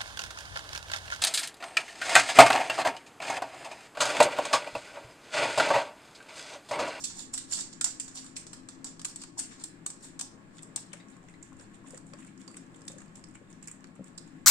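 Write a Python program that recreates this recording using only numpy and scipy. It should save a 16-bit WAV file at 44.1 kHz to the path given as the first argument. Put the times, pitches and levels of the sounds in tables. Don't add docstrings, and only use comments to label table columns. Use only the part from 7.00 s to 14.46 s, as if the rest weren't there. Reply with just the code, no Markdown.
import sys
import numpy as np
from scipy import signal
from scipy.fft import rfft, irfft, next_fast_len
from scipy.io import wavfile
from scipy.ndimage import uniform_filter1d

SR = 44100
rng = np.random.default_rng(int(sys.argv[2]) if len(sys.argv) > 2 else 0)


def unload_wav(signal):
    wavfile.write(
        sys.argv[1],
        SR,
        np.round(np.clip(np.atleast_2d(signal).T, -1, 1) * 32767).astype(np.int16),
    )


N = 328986
SIZE = next_fast_len(N + 2048)
FREQ = np.maximum(np.arange(SIZE // 2 + 1) * SR / SIZE, 1)
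SIDES = np.array([[.5], [-.5]])
LEFT_LATE_CLAWS, LEFT_LATE_EATING = -8, 10


# start_s, treble_db, middle_re_treble_db, body_re_treble_db, claw_hz, floorboard_hz
CLAW_TICKS = [(0.0375, -41, -6, -17, 5200, 2420), (0.04, -31, -7, -24, 5660, 2420),
              (0.0514, -36.5, -3.5, -22, 4360, 1500), (0.3381, -27.5, -11, -24, 5900, 2440),
              (0.3765, -32, -5.5, -13.5, 5000, 1530), (0.5113, -44, -4, -10, 5270, 1810),
              (0.5227, -31.5, -12, -14, 5670, 1750), (0.578, -39, -6, -16, 5500, 1800),
              (0.607, -34, -2.5, -18, 5530, 2440), (0.728, -54, 3, -14, 4410, 1560),
              (0.8107, -25.5, -5, -10.5, 5370, 1520), (0.8428, -19.5, -8.5, -21.5, 5100, 1000),
              (0.9982, -30, -8.5, -14.5, 5860, 2520), (1.079, -43, -5, -9.5, 5590, 1190),
              (1.243, -47.5, -20, -7, 5710, 1220), (1.262, -53.5, 1.5, -5, 5400, 1350),
              (1.3657, -35, -11.5, -9.5, 5370, 2330), (1.466, -48.5, -0.5, -12, 5780, 1240),
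              (1.531, -41, -5.5, -9, 4900, 1200), (1.687, -42, -3.5, -8, 5100, 920),
              (1.8437, -33.5, -6.5, -17, 5740, 910), (1.9941, -44, -3, -7, 4030, 1290),
              (2.015, -43, -5, -9, 4720, 1290), (2.047, -33.5, -9, -9.5, 4040, 2500),
              (2.0507, -26.5, -13.5, -16, 4150, 1240), (2.1587, -36, -12.5, -17.5, 4400, 824),
              (2.217, -42, -10, -9, 4550, 1050), (2.236, -45, -1.5, -1.5, 4030, 1060),
              (2.638, -30, -13.5, -21.5, 3570, 730), (2.8618, -27, -12, -14, 5000, 1010),
              (2.658, -46, -12, -19, 5000, 900), (2.901, -39.5, -5, -12, 5230, 1180),
              (3.192, -32, -8.5, -19, 4640, 1110), (3.1967, -44, -6, -4, 4640, 1120),
              (3.2102, -27.5, -8.5, -14, 4600, 780), (3.568, -58, -8, -3, 5040, 2340),
              (3.623, -50, -20, -24, 6000, 900), (3.63, -44.5, -9.5, -17, 5500, 883),
              (3.7599, -25, -12, -19.5, 4160, 910), (3.931, -40.5, -11.5, -2, 2800, 2320),
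              (3.936, -57.5, -7.5, 9, 2710, 1290)]
CLAW_RATTLE_MS, CLAW_RISE_MS, CLAW_SHARPNESS = 5.78, 0.41, 1.2


def claws():
    rows = []
    for row in CLAW_TICKS:
        pan_db, room_db = place(row[0])
        rows.append((*row, pan_db, CLAW_RATTLE_MS, room_db))
    return ticks(rows, grit(2.1, 0.15), CLAW_RISE_MS, CLAW_SHARPNESS, toes=True)


# peak_s, rise_s, fall_s, treble_db, middle_re_treble_db, body_re_treble_db
CLAW_SKIDS = [(0.015, 0.065, 0.058, -45, -3.5, -6), (0.043, 0.0098, 0.011, -35.5, 0.5, -14),
              (0.102, 0.0092, 0.04, -48, 3, 2), (0.198, 0.064, 0.06, -41, -2.5, -5),
              (0.339, 0.0095, 0.023, -34, -6, -4), (0.512, 0.015, 0.023, -45.5, -11, -3),
              (0.533, 0.036, 0.069, -32, -0.5, -9), (0.575, 0.023, 0.038, -46.5, -1.5, -1),
              (0.607, 0.03, 0.015, -39, 0.5, 1), (0.734, 0.021, 0.016, -51.5, 5, 0),
              (0.861, 0.019, 0.042, -35.5, -7, -1), (1.158, 0.013, 0.015, -38.5, -11, -11),
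              (1.179, 0.024, 0.028, -36.5, 0.5, -7), (1.368, 0.0085, 0.005, -47, 13.5, -8),
              (1.869, 0.018, 0.013, -43.5, 3, 0.5), (2.085, .02, 0.047, -42.5, -3.5, -8),
              (2.225, 0.06, 0.016, -47, 3.5, -5), (2.382, 0.007, 0.016, -41.5, -3, -9),
              (2.393, 0.016, 0.022, -29, -7, -8), (2.44, 0.027, 0.025, -47, -4, -4),
              (2.515, 0.016, 0.052, -54.5, 1, 8.5), (2.615, 0.05, 0.018, -52, 2.5, 3),
              (2.636, .004, .012, -64, -3, -4), (3.05, 0.044, 0.043, -44.5, -3, -4.5),
              (3.564, 0.05, 0.035, -57.5, -3, -9), (3.778, 0.016, 0.0092, -52, -7, 12),
              (3.95, 0.017, 0.063, -60.5, -2.5, 7)]
STUTTER_DB, STUTTER_PER_S, DRAG_HZ, DRAG_SHARPNESS = 2, 200, 5200, 0.81


def skids():
    grains_mix = undb(-1.5) * grains(3500, 2.6, sharp=6.1, late=LEFT_LATE_CLAWS)
    scrape = crumble(grit(3.5, 0.035) + grains_mix)
    stutter = undb(STUTTER_DB * walk(STUTTER_PER_S, count=N))
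    swells = drags([(*row, place(row[0])[0]) for row in CLAW_SKIDS])
    out = scrape * stutter * swells
    out[1] = 1.05 * signal.lfilter(*signal.iirpeak(DRAG_HZ, DRAG_SHARPNESS, SR), out[1])
    return out


# time_s, left_minus_right_db, room_share_db
WALK_IN = [(0, -2.5, -2.5), (0.8, -1, -9), (1.3, 1, -2), (2.0, 3, -10.5), (3.2, 3.5, -9.5),
           (3.8, 5.5, -9.5)]


def place(s):
    at_s, pan_db, room_db = np.transpose(WALK_IN)
    return np.interp(s, at_s, pan_db), np.interp(s, at_s, room_db)


# start_s, treble_db, middle_re_treble_db, body_re_treble_db, middle_ring_hz
CLEAR_SMACKS = [(3.581, -48.5, 3, -3, 3280), (3.589, -49, 0, 6, 3560), (4.0836, -56, 4, -13, 6200),
                (4.1647, -51, -7, -1, 2500), (4.2846, -54.5, 2.5, 12, 6270), (4.339, -58, 4, -5, 3900),
                (4.4263, -44.5, 1, -19, 7000), (4.5272, -49.5, -22, -8, 2590), (4.566, -51, -18, -7, 2800),
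                (4.5956, -51, 0.5, -1, 5300), (4.609, -49, -9, -2, 3980), (4.7403, -52.5, -2, -9, 3110),
                (4.862, -55, -18, 11, 2960), (4.9046, -40, -15, -13, 4870), (4.944, -47.5, -3, -3, 6300),
                (4.9739, -39.5, -13, -11, 4570), (5.0656, -48.5, -17, -10, 2730),
                (5.1334, -46, -2.5, 5.5, 4900), (5.187, -52, -14, 8, 2720), (5.2022, -51, -12, -7, 3700),
                (5.246, -46, -21, -2, 5600), (5.2695, -50, -16, -6, 2710), (5.3755, -50.5, -5, -11, 5270),
                (5.3941, -60, -15, -11, 5330), (5.4143, -47, -7, -11, 3570), (5.477, -40.5, -2.5, -8, 4600),
                (5.511, -47.5, -14, -2, 6500), (5.5418, -46, -26, 3.5, 3000), (5.5676, -38, -13, -7, 6760),
                (5.744, -53.5, 5.5, -9, 3260), (5.8163, -48.5, -4, -10, 5300), (5.85, -49, -22, -2, 5320),
                (5.866, -46, -22, -20, 6500), (5.878, -31.5, -9.5, -15, 3580),
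                (5.9165, -40.5, -17, -18, 6200), (5.982, -44.5, 0, -9, 7000), (6.003, -50, -5, 4, 4970),
                (6.0155, -44.5, -14, -0.5, 2510), (6.1542, -41.5, -16, -30, 3530),
                (6.2387, -47, 2, -1, 5200), (6.284, -49, -19, -17, 5220), (6.309, -56, -15, -6, 6000),
                (6.339, -54, -15, -8, 6000), (6.3521, -46.5, -19, 5, 2550), (6.5011, -50.5, -14, -10, 2640),
                (6.5265, -53.5, 4, -18, 5800), (6.6256, -41.5, -18, -8, 2560), (6.641, -47, -17, -9, 4500),
                (6.6555, -50, -6, -4, 3800), (6.673, -35.5, -31, -17, 4160),
                (6.6805, -34.5, -30, -10.5, 2570), (6.7126, -36.5, -14, -19, 6740),
                (6.8406, -47, -6.5, 6, 4480), (6.958, -56, -22, -12, 3730), (7.0409, -45, -36, -17, 3980),
                (7.079, -47, -14, -20, 2890), (7.1762, -39, -4, -14, 5060), (7.1812, -39, -4, -19, 4360)]
# from_s, to_s, lowest_treble_db, middle_re_treble_db, body_re_treble_db
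FAINT_SMACK_RANGE = (5.5, 7.3, -57.5, -4, -12)
SMACK_RISE_MS, SMACK_SHARPNESS, LOWEST_BODY_HZ = 3.36, 7, 1100
FAINTEST_RATTLE_MS, RATTLE_MS_PER_DB = 2.39, 0.11
SMACK_ROOM_DB, SMACK_PAN_DB, SMACK_PAN_SPREAD_DB = -10.5, -1.5, 1


def smacks():
    from_s, to_s, faint_db, middle_db, body_db = FAINT_SMACK_RANGE
    faint = [(from_s + when * (to_s - from_s), faint_db + 6 * size, middle_db, body_db, 2500 * 2.6 ** pitch)
             for when, size, pitch in rng.random((16, 3))]
    rows = []
    for row in CLEAR_SMACKS + faint:
        body_hz = LOWEST_BODY_HZ * 2 ** rng.random()
        pan_db = SMACK_PAN_DB + SMACK_PAN_SPREAD_DB * rng.standard_normal()
        rattle_ms = FAINTEST_RATTLE_MS + RATTLE_MS_PER_DB * (row[1] - faint_db)
        rows.append((*row, body_hz, pan_db, rattle_ms, SMACK_ROOM_DB))
    return ticks(rows, grains(12000, 1.8, sharp=3.1), SMACK_RISE_MS, SMACK_SHARPNESS)


# peak_s, length_s, treble_db
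TONGUE_LICKS = [(3.987, 0.073, -65), (4.105, 0.094, -57), (4.233, .04, -62), (4.295, 0.13, -63),
                (4.45, 0.2, -64), (4.597, 0.074, -52), (4.745, 0.052, -56.5), (4.88, 0.18, -55.5),
                (4.957, 0.031, -54), (5.08, .12, -61), (5.195, 0.14, -56.5), (5.272, 0.039, -55),
                (5.406, 0.073, -55), (5.496, 0.15, -59), (5.567, 0.021, -46), (5.618, 0.084, -71),
                (5.746, 0.18, -62), (5.905, 0.063, -53), (5.99, 0.11, -64), (6.16, 0.088, -55),
                (6.29, 0.11, -66), (6.35, .06, -61), (6.508, 0.1, -59), (6.635, 0.039, -56),
                (6.7, 0.037, -62), (6.715, .12, -69), (6.958, 0.03, -54), (7.065, 0.063, -57),
                (7.208, 0.12, -64), (7.271, 0.025, -57)]
LICK_RISE_SHARE, LICK_MIDDLE_DB, LICK_BODY_DB, LICK_PAN_DB = 0.24, -6.5, 1, -2


def licks():
    rows = [(peak_s, LICK_RISE_SHARE * length_s, (1 - LICK_RISE_SHARE) * length_s, level_db,
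             LICK_MIDDLE_DB, LICK_BODY_DB, LICK_PAN_DB) for peak_s, length_s, level_db in TONGUE_LICKS]
    return crumble(grains(2500, 1.9, sharp=3.2)) * drags(rows)


# start_s, level_db, pitch_hz
AIR_POPS = [(2.372, -45, 910), (3.919, -54, 2980), (3.937, -46, 546), (3.951, -60, 633),
            (4.0005, -52, 3700), (4.002, -52, 1950), (4.0095, -63, 3700), (4.01, -55, 1950),
            (4.114, -61, 1770), (4.128, -63, 3900), (4.165, -56, 1030), (4.18, -53, 1160),
            (4.239, -54, 696), (4.288, -50, 1980), (4.338, -59, 3900), (4.34, -49, 1910),
            (4.4169, -56, 2010), (4.521, -46.5, 1070), (4.596, -52, 520), (4.609, -53, 1610),
            (4.642, -63, 4170), (4.714, -59, 1730), (4.77, -58, 1700), (4.843, -49, 1040),
            (4.88, -58, 1080), (4.908, -59, 1050), (4.934, -40.5, 507), (4.946, -50, 510),
            (4.944, -49, 1820), (5.103, -61, 1610), (5.134, -43.5, 1114), (5.1347, -51, 1700),
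            (5.136, -46, 540), (5.152, -58, 1800), (5.188, -53, 1050), (5.222, -50, 1820),
            (5.223, -52, 2470), (5.279, -53, 2230), (5.413, -56, 2200), (5.481, -52, 476),
            (5.484, -51, 1050), (5.502, -52, 1180), (5.556, -52, 1130), (5.571, -55, 2260),
            (5.813, -57, 1250), (5.898, -47, 520), (5.936, -49, 540), (5.961, -46, 507), (5.983, -52, 1650),
            (6.026, -55, 1140), (6.179, -52.5, 855), (6.352, -47, 2260), (6.353, -56, 1150),
            (6.369, -54, 1120), (6.37, -57, 2000), (6.413, -46, 455), (6.626, -64, 1080),
            (6.657, -63, 1050), (6.677, -48, 2280), (6.684, -50, 2010), (6.699, -57, 2350),
            (6.711, -57, 1200), (6.812, -55, 1030), (6.842, -58, 1110), (7.029, -56, 1085),
            (7.125, -59, 1460), (7.186, -54, 1030)]
POP_T60_S, POP_T60_SLOPE = 0.033, -0.44
POP_ROOM_DB, POP_ROOM_T60_S = -3.5, 0.16


def pops():
    out = squelch()
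    for (start_s, level_db, hz), chance in zip(AIR_POPS, rng.random((len(AIR_POPS), 2, 2))):
        t60_s = POP_T60_S * (hz / 1000) ** POP_T60_SLOPE
        add(out, start_s, undb(level_db + 5 * SIDES) * ring(hz, t60_s, glide=.12))
        for late, off in chance:
            gain = undb(level_db - 1.0 + 15 * (off - late) * SIDES)
            after = ring(hz * (0.815 + 0.39 * off), 0.3 * t60_s, glide=0.29)
            add(out, start_s + 0.00156 + .011 * late, gain * after)
    t = np.arange(SR // 4) / SR
    tail = rng.standard_normal((2, len(t))) * 1000. ** (-t / POP_ROOM_T60_S) / 20
    return out + undb(POP_ROOM_DB) * signal.fftconvolve(out, tail, axes=1)[:, :N]


# from_s, to_s, low_hz, high_hz, smallest_db
SMALL_POCKETS = (4, 7, 697, 3700, -69)


def squelch():
    out = np.zeros((2, N))
    from_s, to_s, low_hz, high_hz, smallest_db = SMALL_POCKETS
    for when, pitch, size, side in rng.random((260, 4)):
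        hz = low_hz * (high_hz / low_hz) ** pitch
        gain = undb(smallest_db + 10.0 * size + 7.4 * (side - 0.5) * SIDES)
        add(out, from_s + when * (to_s - from_s), gain * ring(hz, 16 / hz, glide=0.34))
    return out


# start_s, level_db
BOWL_BUMPS = [(5.123, -45), (6.993, -30.5), (7.008, -33)]
# pitch_hz, level_re_bump_db, t60_s
BOWL_MODES = [(183, -3, 0.1), (249, -5, 0.06), (540, -6, 0.026), (700, -25, 0.012)]


def bumps():
    out = np.zeros((2, N))
    for start_s, level_db in BOWL_BUMPS:
        for hz, mode_db, t60_s in BOWL_MODES:
            add(out, start_s, undb(level_db + mode_db + 2.9 * SIDES) * ring(hz, t60_s))
    return out


RATTLE_ROUNDNESS = 1.59
TOE_GAP_MS, TOE_RING_MS, TOE_BLUR = 1.5, 0.18, 0.3
BODY_SHARPNESS = 2.3
RING_COUNT, RING_SHARPNESS, RING_DB = 4, 7.3, -8


def ticks(rows, stuff, rise_ms, sharp, toes=False):
    direct, room = np.zeros((2, 3, 2, N))
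    bands = np.array([band(stuff, k) / band(stuff, k).std() for k in range(3)])
    chances = rng.random((len(rows), 6 + RING_COUNT))
    for row, chance in zip(rows, chances):
        start_s, level_db, middle_db, body_db, middle_hz, body_hz, pan_db, rattle_ms, room_db = row
        t_ms = np.arange(int(0.0051 * rattle_ms * SR)) / SR * 1000
        shape = np.minimum(t_ms / rise_ms, 1) * np.exp(-(t_ms / rattle_ms) ** RATTLE_ROUNDNESS)
        gate = 1
        if toes:
            landing_ms = TOE_GAP_MS * (np.cumsum(.5 + chance[:6]) - .5 - chance[0])
            since_ms = t_ms[:, None] - landing_ms
            gate = TOE_BLUR + np.sum((since_ms >= 0) * np.exp(-np.abs(since_ms) / TOE_RING_MS), axis=1)
        i = int(start_s * SR)
        piece = shape * gate * bands[..., i:i + len(t_ms)]
        piece[1] = signal.lfilter(*signal.iirpeak(middle_hz, sharp, SR), piece[1])
        piece[2] = signal.lfilter(*signal.iirpeak(body_hz, BODY_SHARPNESS, SR), piece[2])
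        rings = sum(signal.lfilter(*signal.iirpeak(2500 * 3.54 ** up, RING_SHARPNESS, SR), piece[:2])
                    for up in chance[6:])
        piece[:2] = piece[:2] + undb(RING_DB) * rings
        piece = piece * np.sqrt(np.sum(shape ** 2) / np.sum(piece ** 2, axis=2, keepdims=True))
        piece = undb(level_db + np.array([0, middle_db, body_db]))[:, None, None] * piece
        add(direct, start_s, undb(pan_db * SIDES) * piece)
        add(room, start_s, undb(room_db + 0.19 * pan_db * SIDES) * piece)
    return np.array([direct, room])


SWELL_ROUNDNESS = 1.26


def drags(rows):
    out, t = np.zeros((3, 2, N)), np.arange(N) / SR
    for peak_s, rise_s, fall_s, level_db, middle_db, body_db, pan_db in rows:
        a, b = max(int((peak_s - 2 * rise_s) * SR), 0), int((peak_s + 2 * fall_s) * SR)
        away = np.maximum((peak_s - t[a:b]) / rise_s, (t[a:b] - peak_s) / fall_s)
        bands_db = level_db + np.array([0, middle_db, body_db])[:, None, None]
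        out[..., a:b] += undb(bands_db + pan_db * SIDES - 20 * away ** SWELL_ROUNDNESS)
    return out


def grit(spread_db, dense):
    x = pair(LEFT_LATE_CLAWS) * np.where(rng.random(N) < dense, scatter(spread_db), 1)
    return x / x.std()


def grains(per_s, spread_db, sharp, count=16, late=LEFT_LATE_EATING):
    out, pair_noise = 0, pair(late)
    for hz in np.geomspace(800, 15000, count):
        size = (rng.random(N) < per_s / count / SR) * scatter(spread_db)
        out = out + signal.lfilter(*signal.iirpeak(hz, sharp, SR), size * pair_noise)
    return out / out.std()


CRUMBLE_DB, CRUMBLE_PER_S = 2.5, 45


def crumble(x):
    gains = undb([CRUMBLE_DB * walk(CRUMBLE_PER_S, count=N) for _ in range(14)])
    gains = gains / np.sqrt(np.mean(gains ** 2, axis=0))
    out = sum(gain * signal.lfilter(*signal.iirpeak(hz, 5, SR), x)
              for gain, hz in zip(gains, np.geomspace(700, 14000, 14)))
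    return out / out.std()


def scatter(spread_db):
    return undb(spread_db * np.minimum(rng.exponential(size=N), 2.5))


SIDES_ALIKE = 0.28


def pair(late):
    common, *own = rng.standard_normal((3, N))
    shared = np.array([np.roll(common, late), common])
    return np.sqrt(SIDES_ALIKE) * shared + np.sqrt(1 - SIDES_ALIKE) * np.array(own)


def ring(hz, t60_s, glide=0.):
    t = np.arange(int(1.5 * t60_s * SR)) / SR
    tone = np.sin(2 * np.pi * hz * t * (1 + glide * t / t60_s))
    return tone * 1000. ** (-t / t60_s) * np.minimum(t * hz, 1)


# low_hz, high_hz
BAND_EDGES = [(6270, 19000), (2200, 10340), (520, 3700)]


def band(x, k):
    return signal.sosfilt(signal.butter(2, BAND_EDGES[k], "band", fs=SR, output="sos"), x)


KITCHEN_T60_S = [0.25, 0.34, 0.33]
SKID_ROOM_DB, LICK_ROOM_DB = -10.5, -15


def dog_in_kitchen():
    direct, room = claws() + smacks()
    skid, lick = skids(), licks()
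    dry = direct + skid + lick
    feed = room + undb(SKID_ROOM_DB) * skid + undb(LICK_ROOM_DB) * lick
    t, out = np.arange(SR // 2) / SR, 0
    for k in range(3):
        clumps = undb(2.0 * np.array([walk(141, count=len(t)) for _ in SIDES]))
        decay = 1000. ** (-t / KITCHEN_T60_S[k]) * np.clip(t / 0.001, 0, 1) / 20
        tail = clumps * rng.standard_normal((2, len(t))) * decay
        out = out + band(dry[k] + signal.fftconvolve(feed[k], tail, axes=1)[:, :N], k)
    return out


# freq_hz, relative_db_per_hz
HUM_SPECTRUM = [(20, -3), (55, -16), (90, -10), (120, -11), (330, -3), (362, -6.5), (385, -11),
                (700, -16.5), (1100, -18), (1750, -18), (2500, -23), (3500, -31.5), (4500, -37),
                (5500, -40), (9000, -38), (16000, -22.5)]
# centre_hz, width_hz, height_db
HUM_HUMPS = [(167, 31, 12.5), (203.6, 14, 7.5), (264.7, 11.8, 12), (308.5, 10, 4.5), (1094, 28, 9.5),
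             (1688, 50, 6.5)]
# freq_hz, correlation
HUM_LIKENESS = [(30, -0.13), (60, 0.42), (130, 0.98), (290, 0.84), (640, 0.24), (1410, -0.096),
                (3100, -0.072), (6820, -0.21), (15000, 0.024)]
# freq_hz, left_minus_right_db
HUM_BALANCE = [(40, 5), (110, 0), (170, 2.5), (270, 8.5), (400, 2.5), (700, 0.5), (1290, 2.5), (2380, -3)]
# time_s, level_db
HUM_SWELL = [(0, -1.4), (0.8, -0.5), (1.4, -1.5), (3.3, -1), (3.9, 1.8), (5.5, 2), (6.4, 0.5), (7.45, 2.3)]
# low_hz, high_hz, waver_db, changes_per_s
HUM_REGISTERS = [(0, 140, 1.5, 3), (140, 230, 1.0, 5), (230, 400, 0.8, 5), (400, 1400, 1.2, 9),
                 (1400, 23000, 1.0, 12)]
HUM_DB = -52.5


def hum():
    humps = sum(height_db / (1 + (2 * (FREQ - hz) / width_hz) ** 2) for hz, width_hz, height_db in HUM_HUMPS)
    spectrum_db = on_freq(HUM_SPECTRUM) + humps
    alike = on_freq(HUM_LIKENESS)
    mid, side = rfft(rng.standard_normal((2, SIZE)))
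    mid, side = mid * np.sqrt(1 + alike), side * np.sqrt(1 - alike)
    both = np.array([mid + side, mid - side]) * undb(spectrum_db + on_freq(HUM_BALANCE) * SIDES)
    at_s, swell_db = np.transpose(HUM_SWELL)
    swell = undb(np.interp(np.arange(N) / SR, at_s, swell_db))
    out = 0
    for low_hz, high_hz, waver_db, per_s in HUM_REGISTERS:
        register = irfft(both * (FREQ >= low_hz) * (FREQ < high_hz), SIZE)[:, :N]
        level = undb(waver_db * walk(per_s, count=N))
        out = out + register * level * (swell if low_hz == 140 else 1)
    return out * undb(HUM_DB) / out.mean(axis=0).std()


# pitch_hz, rms_db before wavering
MOTOR_TONES = [(118, -68), (236, -76.5)]


def motor():
    t, out = np.arange(N) / SR, 0
    for hz, level_db in MOTOR_TONES:
        level = undb(level_db + 2.0 * walk(6.6, count=N) + 2.0 * SIDES)
        out = out + np.sqrt(2) * level * np.sin(2 * np.pi * hz * t)
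    return out


def walk(per_s, count):
    k = int(SR / per_s)
    held = np.repeat(rng.standard_normal(count // k + 1), k)
    x = uniform_filter1d(uniform_filter1d(held, k), k)[:count]
    return x / x.std()


def undb(db):
    return 10 ** (np.asarray(db, float) / 20)


def add(track, s, sound):
    i = int(s * SR)
    track[..., i:i + sound.shape[-1]] += sound[..., :N - i]


def on_freq(table):
    hz, value = np.transpose(table)
    return np.interp(np.log(FREQ), np.log(hz), value)


def causal(x, db):
    c = irfft(db * np.log(10) / 20, SIZE)
    c[1:SIZE // 2] *= 2
    c[SIZE // 2 + 1:] = 0
    return irfft(rfft(x, SIZE) * np.exp(rfft(c)), SIZE)[:N]


def scene():
    return dog_in_kitchen() + pops() + bumps() + hum() + motor()


# freq_hz, gain_db
TREBLE_COLOURS = [
    [(3000, 0.5), (4200, 3), (6000, 1.5), (7300, 5), (8300, 11.5), (9000, 2.5), (9600, -3.5), (12000, -22),
     (16000, -27.5)],
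    [(3000, -1), (4200, 3.5), (5500, 6), (6500, 4.5), (7300, 14.5), (8200, 7.5), (9200, -0.5),
     (9700, -22.5), (12000, -17.5), (16000, -38)],
]
TOP_HZ = 16400


def record(dry):
    coloured = np.array([causal(x, on_freq(colour)) for x, colour in zip(dry, TREBLE_COLOURS)])
    return signal.sosfilt(signal.ellip(10, .2, 80, TOP_HZ, fs=SR, output="sos"), coloured)


dry = scene()
out = record(dry)
unload_wav(out)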